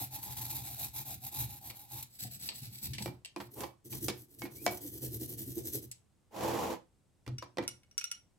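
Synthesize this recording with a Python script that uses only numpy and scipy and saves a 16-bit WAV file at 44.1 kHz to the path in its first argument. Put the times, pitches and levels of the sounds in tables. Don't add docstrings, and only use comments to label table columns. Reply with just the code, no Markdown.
import sys
import numpy as np
from scipy import signal
from scipy.fft import rfft, irfft, next_fast_len
from scipy.io import wavfile
from scipy.ndimage import uniform_filter1d, map_coordinates

SR = 44100
rng = np.random.default_rng(int(sys.argv[2]) if len(sys.argv) > 2 else 0)


def waveform_to_disk(signal):
    frames = np.transpose(np.atleast_2d(signal))
    scaled = np.clip(frames, -1, 1) * 32767
    samples = np.round(scaled).astype(np.int16)
    wavfile.write(sys.argv[1], SR, samples)


N = 369558
TIME = np.arange(N) / SR
CUTOFF_HZ = 16200
FIR_SIZE = 16384
GRID_HZ = np.maximum(np.arange(FIR_SIZE // 2 + 1) * SR / FIR_SIZE, 1)


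def from_db(db):
    return 10 ** (np.asarray(db) / 20)


def rms_one(x):
    return x / np.sqrt(np.mean(x ** 2) + 1e-20)


def drift(rate_hz):
    knots = rng.standard_normal(N // 40)
    return rms_one(np.interp(TIME * rate_hz, np.arange(len(knots)), knots))


def level(curve):
    s, db = np.transpose(curve)
    inside = (TIME >= s[0]) * (TIME <= s[-1])
    return from_db(np.interp(TIME, s, db)) * inside


def swells(events, rise_s, dies_s):
    gain = 0
    for s, db in events:
        rise = np.clip((TIME - s) / rise_s, 0, 1)
        gain = gain + from_db(db) * rise * np.exp(-np.maximum(TIME - s - rise_s, 0) / dies_s)
    return gain


def linger(gain, release_s):
    keep = np.exp(-1 / (release_s * SR))
    return np.sqrt(signal.lfilter([1 - keep], [1, -keep], gain ** 2 + 1e-18))


def convolve(x, response):
    return signal.fftconvolve(x, np.atleast_2d(response), axes=-1)[:, :N]


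def colour(spectrum, peaks=()):
    hz, db = np.transpose(spectrum)
    gain = from_db(np.interp(np.log(GRID_HZ), np.log(hz), db))
    gain = gain / np.sqrt(1 + (hz[0] / 2 / GRID_HZ) ** 4)
    for centre, width, lift_db in peaks:
        gain = gain * (1 + (from_db(lift_db) - 1) / (1 + (2 * (GRID_HZ - centre) / width) ** 2))
    cepstrum = irfft(np.log(gain + 1e-9))[:FIR_SIZE // 2]
    cepstrum[1:] *= 2
    return irfft(np.exp(rfft(cepstrum, FIR_SIZE)))


def favour(x, hz, q):
    return signal.lfilter(*signal.iirpeak(hz, q, fs=SR), x)


def resonate(x, modes):
    out = 0
    for k, (hz, width, db) in enumerate(modes):
        r = np.exp(-np.pi * width / SR)
        poles = [1, -2 * r * np.cos(2 * np.pi * hz / SR), r * r]
        ring = (1 - r * r) * signal.lfilter([1, 0, -1], poles, x)
        out = out + (-1) ** k * from_db(db) * ring
    lowpass = signal.butter(4, 1.73 * modes[-1][0], fs=SR, output="sos")
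    return rms_one(signal.sosfilt(lowpass, out))


def grains(per_s, spread_db, apart):
    sizes = from_db(spread_db * np.minimum(rng.exponential(1, (3, N)), 4))
    sizes = sizes * rng.choice([-1, 1], (3, N))
    slips = sizes * (rng.random(sizes.shape) < per_s / SR)
    return rms_one(slips[0] + apart * slips[1:])


def late_right(x, lag_s):
    size = next_fast_len(N + FIR_SIZE)
    turn = np.exp(-2j * np.pi * np.arange(size // 2 + 1) * SR / size * lag_s)
    return np.array([x[0], irfft(rfft(x[1], size) * turn, size)[:N]])


def close_ears(x):
    mid, side = (x[0] + x[1]) / 2, (x[0] - x[1]) / 2
    side = signal.lfilter(*signal.butter(1, 240, "high", fs=SR), side)
    return np.array([mid + side, mid - side])


# f/Hz, level/(dB per Hz)
FLOOR = [(15, -42.5), (25, -7), (102, 0.5), (1820, -26.5), (4690, -30), (7030, -29.5), (8050, -26),
         (15800, -43)]
FLOOR_DB = -71.5


def quiet_room():
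    noise = rng.standard_normal(N) + 1.0 * rng.standard_normal((2, N))
    return from_db(FLOOR_DB) * rms_one(convolve(noise, colour(FLOOR)))


def room(x, t60, wall_hz, first_s):
    t = TIME[:SR // 2]
    tail = rng.standard_normal((2, len(t))) * np.exp(-np.log(1000) * t / t60) * (t > first_s)
    tail = tail / np.sqrt(np.sum(tail ** 2) / 2)
    return convolve(x, signal.lfilter(*signal.butter(1, wall_hz, fs=SR), tail))


# f/Hz, width/Hz, level/dB
TABLE = [(71.7, 5.7, -4), (94.6, 21, -7.5), (122.9, 8.6, 3.5), (139, 7.9, -3.5), (178, 130, -18)]
# t/s, level/dB
ROCKS = [(0.35, -44.5), (0.525, -41), (1.125, -46), (1.39, -37), (2.215, -44), (2.615, -41), (2.825, -39),
         (2.88, -37), (3.01, -38.5), (3.39, -46.5), (7.268, -37.5), (7.6, -45.5)]
ROCK_RISE_S, ROCK_DIES_S = 0.0067, 0.05


def table(stroke_shake):
    shake = np.hypot(stroke_shake, swells(ROCKS, ROCK_RISE_S, ROCK_DIES_S))
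    return linger(shake, release_s=.024) * resonate(grains(per_s=3000, spread_db=3.0, apart=0.27), TABLE)


# start t/s, full speed t/s, stop t/s, level/dB
RUBS = [(3.541, 3.625, 3.645, -43), (6.297, 6.472, 6.735, -33.5)]
RUB_SAG_DB_PER_S, RUB_STOP_DB_PER_S = 14, 541
# f/Hz, level/(dB per Hz)
DRAG_COLOUR = [(70, -14.5), (160, -1.5), (280, 3), (550, 0), (1000, -1.5), (1450, -12), (2500, -12.5),
               (4500, -17.5), (7500, -18), (8700, -24.5), (12000, -19), (15800, -24.5)]
# f/Hz, width/Hz, lift/dB
DRAG_SINGS = [(84.4, 4.1, 19.5), (121.8, 4.3, 17.5), (336.3, 9.7, 7.5), (503, 110, 6.5), (894, 270, 5.5),
              (8100, 210, 0)]


def rubbed_tub():
    gain = 0
    for start, full, stop, db in RUBS:
        speed = np.sin(np.interp(TIME, [start, full], [0, np.pi / 2])) ** 2
        sag_db = RUB_SAG_DB_PER_S * np.maximum(TIME - full, 0)
        stop_db = RUB_STOP_DB_PER_S * np.clip(TIME - stop, 0, 1)
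        gain = gain + speed * from_db(db - sag_db - stop_db)
    slips = grains(per_s=3500, spread_db=2.0, apart=1.0) * from_db(1.0 * drift(110))
    return gain * rms_one(convolve(slips, colour(DRAG_COLOUR, DRAG_SINGS)))


REBOUND_S, REBOUND_DB = 0.009, -11


def blows(events, modes, bass_db, crack_db, rattle_db, rattle_t60, detune, split_hz, top_hz, spot_db, spot_q):
    t, out = TIME[:SR // 3], np.zeros((2, N + SR))
    bands_hz = [[130, 1100], [split_hz, 5000], [5000, CUTOFF_HZ]]
    registers = [signal.butter(4, edges, "band", fs=SR, output="sos") for edges in bands_hz]
    contact = signal.butter(2, top_hz, fs=SR, output="sos")
    hz, db, t60 = np.transpose(modes)[:, :, None]
    chatter = np.resize(from_db(4.0 * drift(220)), N + SR)

    def ear_noise(apart):
        return rng.standard_normal(len(t)) + apart * rng.standard_normal((2, len(t)))

    for s, blow_db, tilt_db, spot_hz, crack_s in events:
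        at = int(s * SR)
        levels_db = [blow_db + bass_db - tilt_db, blow_db, blow_db + tilt_db]
        pitches = hz * (1 + detune * rng.standard_normal(hz.shape))
        rings = np.sin(2 * np.pi * pitches * t) * from_db(db - 60 * t / t60)
        strengths_db = 2 * rng.standard_normal(len(modes)) + 2 * rng.standard_normal((2, len(modes)))
        strengths = rng.choice([-1, 1], len(modes)) * from_db(strengths_db)
        since_rebound = t - REBOUND_S * rng.uniform(0.43, 2.2)
        rebound = from_db(REBOUND_DB) * np.exp(-np.abs(since_rebound) / crack_s) * (since_rebound > 0)
        crack = from_db(crack_db) * ear_noise(1.0) * (np.exp(-t / crack_s) + rebound)
        rattle = from_db(rattle_db) * chatter[at:at + len(t)] * ear_noise(1.46)
        for k, (register, level_db) in enumerate(zip(registers, levels_db)):
            dying = np.exp(-np.log(1000) * t / (rattle_t60 * 0.65 ** k))
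            part = signal.sosfilt(np.vstack([register, contact]), strengths @ rings + crack + rattle * dying)
            part = part * from_db(level_db) / part[:, :SR // 50].std()
            out[:, at:at + len(t)] += part + (from_db(spot_db) - 1) * favour(part, spot_hz, spot_q)
    return out[:, :N]


# t/s, level/dB, hardness as treble tilt/dB, struck-spot f/Hz, contact length/s
CLINKS = [(7.383, -53.5, -1, 5500, 0.0034), (7.678, -47, 7, 9300, .0026), (7.833, -74, -2, 2300, 0.0032),
          (7.912, -74, 4, 5600, .003), (7.979, -46, 7.5, 5800, 0.0025), (8.012, -51, -4, 2550, 0.0028),
          (8.041, -47.5, 9, 3600, 0.0021), (8.114, -45.5, 4, 9800, 0.0031)]
# f/Hz, level/dB, t60/s
CLINK_MODES = [(1401, 7.5, 0.062), (2210, 5.5, 0.086), (2580, 10.5, 0.032), (2910, 6.5, 0.1),
               (3560, 6, 0.027), (4100, -5, 0.063), (5660, 15, 0.049), (5940, 5.5, 0.03), (7600, -7, 0.054),
               (9020, 4, 0.049), (9760, 8, 0.043), (11300, 0, 0.054)]


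def clinks():
    return blows(CLINKS, CLINK_MODES, bass_db=-27, crack_db=17, rattle_db=1, rattle_t60=0.11,
                 detune=0.00073, split_hz=1290, top_hz=10300, spot_db=7, spot_q=5.8)


# t/s, level/dB, hardness as treble tilt/dB, struck-spot f/Hz, contact length/s
KNOCKS = [(3.059, -48.5, -9, 229, 0.0017), (3.362, -50.5, -9, 292, 0.002), (3.402, -53, -8, 1720, 0.0089),
          (3.606, -54.5, 6, 1800, .003), (3.635, -50.5, -6.5, 980, 0.0056), (4.083, -39, -1.5, 260, 0.0075),
          (4.419, -51.5, -7, 2310, 0.0019), (4.452, -57.5, -8, 2300, .012), (4.664, -35, -4, 670, .0012),
          (7.264, -62.5, -6, 2400, .005), (7.277, -56.5, -6.5, 301, 0.0046),
          (7.424, -55, -7.5, 1060, 0.0064), (7.572, -52.5, -9.5, 299.4, 0.0012),
          (7.584, -45.5, -12, 1890, .002), (7.626, -59.5, -9, 2390, 0.0075),
          (7.637, -63.5, -1, 1900, 0.0027)]
# f/Hz, level/dB, t60/s
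KNOCK_MODES = [(203.6, 2, 0.22), (292.3, 8, 0.23), (356, 5, 0.32), (499.6, 10, 0.094), (723.3, 8.5, 0.087),
               (884, 5.5, 0.079), (1037, 4.5, 0.12), (1910, 14, 0.06), (2345, 13.5, 0.15), (3120, 11, 0.07),
               (5800, 9, 0.057)]


def knocks():
    return blows(KNOCKS, KNOCK_MODES, bass_db=-1, crack_db=33.0, rattle_db=9.5, rattle_t60=0.29,
                 detune=0.017, split_hz=1490, top_hz=11500, spot_db=6.5, spot_q=3.6)


# t/s, level/dB, hardness as treble tilt/dB, struck-spot f/Hz, contact length/s
PINGS = [(1.7, -51, -12.5, 2350, 0.0035), (2.489, -42, -6, 4500, 0.0016), (2.934, -48, -0.5, 2980, 0.011),
         (2.982, -44.5, -9, 2330, 0.0033), (3.022, -50.5, 6, 11500, 0.0055), (3.248, -50, -1, 2820, 0.0019),
         (3.927, -54, -21, 3360, 0.0032), (5.914, -59, 11, 7950, .004)]
# f/Hz, level/dB, t60/s
PING_MODES = [(2770, 12, 0.031), (3144, 5, 0.039), (4470, 10.5, 0.036), (5500, 10, 0.04), (8000, 17, 0.076),
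              (12700, 8, 0.06)]


def pings():
    return blows(PINGS, PING_MODES, bass_db=-20, crack_db=20.5, rattle_db=13.5, rattle_t60=0.15,
                 detune=0.0046, split_hz=1780, top_hz=11900, spot_db=5, spot_q=5.5)


# t/s, f/Hz, level/dB
SQUEAK = [(4.56, 2150, -73), (4.59, 2330, -66), (4.635, 2550, -73)]


def squeak():
    s, hz, db = np.transpose(SQUEAK)
    pitch_hz = np.interp(TIME, s, hz) * (1 + 0.013 * drift(500))
    phase = 2 * np.pi * np.cumsum(pitch_hz) / SR
    tone = np.sin(phase) + from_db(-6.5) * np.sin(2 * phase)
    return level(np.transpose([s, db])) * np.sqrt(2) * tone


# start t/s, end t/s, number of strokes, rasp level/dB
BOUTS = [(-0.04, 0.064, 1, -40.5), (0.102, 0.218, 1, -45.5), (0.209, 0.355, 1, -43.5),
         (0.348, 0.488, 1, -44), (0.466, 0.631, 1, -44), (0.613, 0.776, 1, -47), (0.764, 0.891, 1, -43),
         (0.93, 1.04, 1, -45.5), (1.047, 1.159, 1, -43), (1.219, 1.296, 1, -45.5), (1.311, 1.472, 1, -43),
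         (1.468, 1.597, 1, -51), (1.606, 1.724, 1, -49.5), (1.725, 1.903, 1, -56), (1.895, 2.04, 1, -46.5),
         (2.1, 2.194, 1, -60.5), (2.186, 2.283, 1, -43.5), (2.3, 2.387, 1, -49.5), (2.389, 2.493, 1, -45),
         (2.53, 2.693, 2, -49), (2.691, 2.82, 1, -53.5), (2.814, 2.878, 1, -41.5), (2.88, 2.934, 1, -55),
         (2.97, 3.097, 1, -49.5), (3.364, 3.482, 1, -63), (3.508, 3.682, 1, -53.5), (3.845, 3.89, 1, -52.5),
         (3.892, 4, 1, -46), (4, 4.093, 1, -44), (4.13, 4.26, 1, -60.5), (4.273, 4.384, 1, -64.5),
         (4.371, 4.478, 1, -54), (4.505, 4.613, 1, -54), (4.6, 4.774, 2, -48.5), (4.799, 4.913, 1, -48.5),
         (4.91, 5.007, 1, -49.5), (5.006, 5.093, 1, -43), (5.099, 5.806, 8, -46.5), (5.809, 5.863, 1, -52)]
CREST_SHARE, FULLNESS, BEND_S = 0.46, 0.73, 0.0091
PRESSURE_WAVER_DB, PRESSURE_WAVERS_PER_S = 0.51, 100


def stroke_gain():
    power = np.zeros(N)
    for start, end, strokes, db in BOUTS:
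        progress = np.interp(TIME, [start, end], [0, strokes]) % 1
        speed = np.sin(np.pi * np.interp(progress, [0, CREST_SHARE, 1], [0, .5, 1]))
        power += 2 * (from_db(db) * np.abs(speed) ** FULLNESS) ** 2
    power = np.abs(uniform_filter1d(power, int(BEND_S * SR)))
    return np.sqrt(power) * from_db(PRESSURE_WAVER_DB * drift(PRESSURE_WAVERS_PER_S))


WIRES_APART = .8
SING_SWING_DB, SING_CHANGES_PER_S = 4.5, 18


def wire_rasp(spectrum, sings):
    flicks = grains(per_s=7000, spread_db=3.5, apart=WIRES_APART)
    flicks = flicks * from_db(1.7 * drift(260) + 1.9 * drift(55))
    flat = convolve(flicks, colour(spectrum))
    rasp = flat
    for hz, width, lift_db in sings:
        swing = from_db(SING_SWING_DB * np.minimum(drift(SING_CHANGES_PER_S), 1))
        rasp = rasp + (from_db(lift_db) - 1) * favour(flat, hz, hz / width) * swing
    rasp = rasp + favour(rasp, 12800, q=2.5) * (from_db(1.6 * drift(25)) - 1)
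    bounce_s = .0007 + .00006 * drift(7)
    bounce = np.array([map_coordinates(ear, [(TIME - bounce_s) * SR], order=3) for ear in rasp])
    rasp = rasp + from_db(-15.0) * bounce
    treble = signal.sosfilt(signal.butter(4, [5000, CUTOFF_HZ], "band", fs=SR, output="sos"), rasp)
    return rasp / treble.std()


DRONE_WANDER, DRONE_CHANGES_PER_S = .05, 9


def wander(x):
    reading = np.cumsum(1 + DRONE_WANDER * drift(DRONE_CHANGES_PER_S))
    return np.array([map_coordinates(ear, [reading], order=1, mode="mirror") for ear in x])


TO_SPOUT_S, TO_VALVE_S = 2.1, 3.5
# f/Hz, level/(dB per Hz)
MOUTH_RASP = [(650, -50), (1100, -21), (1200, -20.5), (1740, -17.5), (2480, -11), (2970, -16), (3790, -4.5),
              (5010, -9), (6920, -6.5), (7740, -4), (8460, -8.5), (12600, 3), (15800, -7)]
SPOUT_RASP = [(650, -52), (1100, -25.5), (2600, -9.5), (3170, -11.5), (4050, -1.5), (5920, -6),
              (6700, -9.5), (7830, -7), (8750, -13.5), (12600, 3.5), (15800, -4.5)]
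VALVE_RASP = [(650, -52), (1100, -33.5), (1900, -13), (2540, -18), (3140, -11), (5860, -8.5), (6330, -11.5),
              (7830, -6.5), (8650, -5), (12400, 2), (15800, -4)]
# f/Hz, width/Hz, lift/dB
MOUTH_SINGS = [(7950, 56, 8.5), (10890, 90, 3.5), (12660, 140, 4.5)]
SPOUT_SINGS = [(7950, 124, 14.3), (10800, 120, 4), (12740, 130, 6.5)]
VALVE_SINGS = [(6160, 170, 9.2), (7800, 90, 7), (10000, 220, 6), (11700, 94, 5)]
# f/Hz, width/Hz, level/dB
MOUTH_DRONE = [(235, 59, -7), (283, 67, -1.5), (546, 350, -15), (805, 72, 5.5), (925, 210, -8.5)]
SPOUT_DRONE = [(194, 60, 29.5), (307, 100, 19), (440, 100, -40), (818, 70, 19)]
VALVE_DRONE = [(215, 29, -1.5), (285, 30.5, 7.5), (364, 47, 4), (476, 47, -5), (536, 170, -15)]
# drone level/dB, table level/dB, share of the rasp's swing followed
COUPLING = [(-12, -7.5, 1), (-16.5, -12, 0.85), (-4.5, -2.5, 1.0)]
LIGHT_STROKE_DB = -53
# t/s, rasp level/dB
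SNAPS = [(0.545, -46), (0.882, -48), (1.14, -35.5), (1.202, -54), (1.695, -49), (2.025, -39.5),
         (2.203, -38.5), (4.385, -45), (4.77, -42)]
SNAP_RISE_S, SNAP_DIES_S = 0.0032, 0.0085
# t/s, level/dB
THUMPS = [(2.24, -46.5), (2.85, -50.5), (3.0, -42), (3.06, -37), (3.6, -43), (4.085, -39.5), (4.43, -42),
          (4.84, -45.5), (5.02, -41), (5.207, -40), (5.565, -34.5), (5.74, -39.5), (7.272, -42),
          (7.58, -35.5)]
THUMP_RISE_S, THUMP_DIES_S = 0.013, 0.018
TURN_DRAG_DB, TURN_RELEASE_S = -10.5, 0.017
TRAIL_DB, TRAIL_HZ, TRAIL_S = -8, 2050, 0.017


def brush():
    gain = stroke_gain()
    dragging = from_db(TURN_DRAG_DB) * linger(gain, TURN_RELEASE_S)
    trailing = from_db(TRAIL_DB) * linger(gain, TRAIL_S) * (TIME < TO_VALVE_S)
    snapping = swells(SNAPS, SNAP_RISE_S, SNAP_DIES_S)
    rasp_gain = np.sqrt(gain ** 2 + dragging ** 2 + snapping ** 2)

    place = np.searchsorted([TO_SPOUT_S, TO_VALVE_S], TIME)
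    drone_db, rumble_db, follows = np.array(COUPLING)[place].T
    body = from_db(LIGHT_STROKE_DB) * (gain / from_db(LIGHT_STROKE_DB)) ** follows
    drone_gain = np.hypot(body * from_db(drone_db), swells(THUMPS, THUMP_RISE_S, THUMP_DIES_S))

    pull = grains(per_s=4000, spread_db=1.0, apart=0.41)
    places = [(MOUTH_RASP, MOUTH_SINGS, MOUTH_DRONE, .00006),
              (SPOUT_RASP, SPOUT_SINGS, SPOUT_DRONE, .00011),
              (VALVE_RASP, VALVE_SINGS, VALVE_DRONE, .00015)]
    sounds = []
    for spectrum, sings, drone_modes, lag_s in places:
        rasp = wire_rasp(spectrum, sings)
        trail = trailing * favour(rasp, TRAIL_HZ, q=1.38)
        drone = drone_gain * wander(resonate(pull, drone_modes))
        sounds.append(late_right(rasp_gain * rasp + trail + drone, lag_s))
    return np.choose(place, sounds), body * from_db(rumble_db)


def scene():
    scrub, stroke_shake = brush()
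    handling = (knocks() + rubbed_tub()) * from_db([[-1.0], [1.0]])
    handling = handling + late_right(pings() + clinks(), lag_s=.00009)
    near = scrub + squeak() + handling
    echoes = from_db(-5.5) * room(near, t60=0.23, wall_hz=5036, first_s=0.0052)
    return close_ears(near + echoes) + table(stroke_shake) + quiet_room()


def record(dry):
    return signal.sosfilt(signal.ellip(10, .2, 70, CUTOFF_HZ, fs=SR, output="sos"), dry)


dry = scene()
out = record(dry)
waveform_to_disk(out)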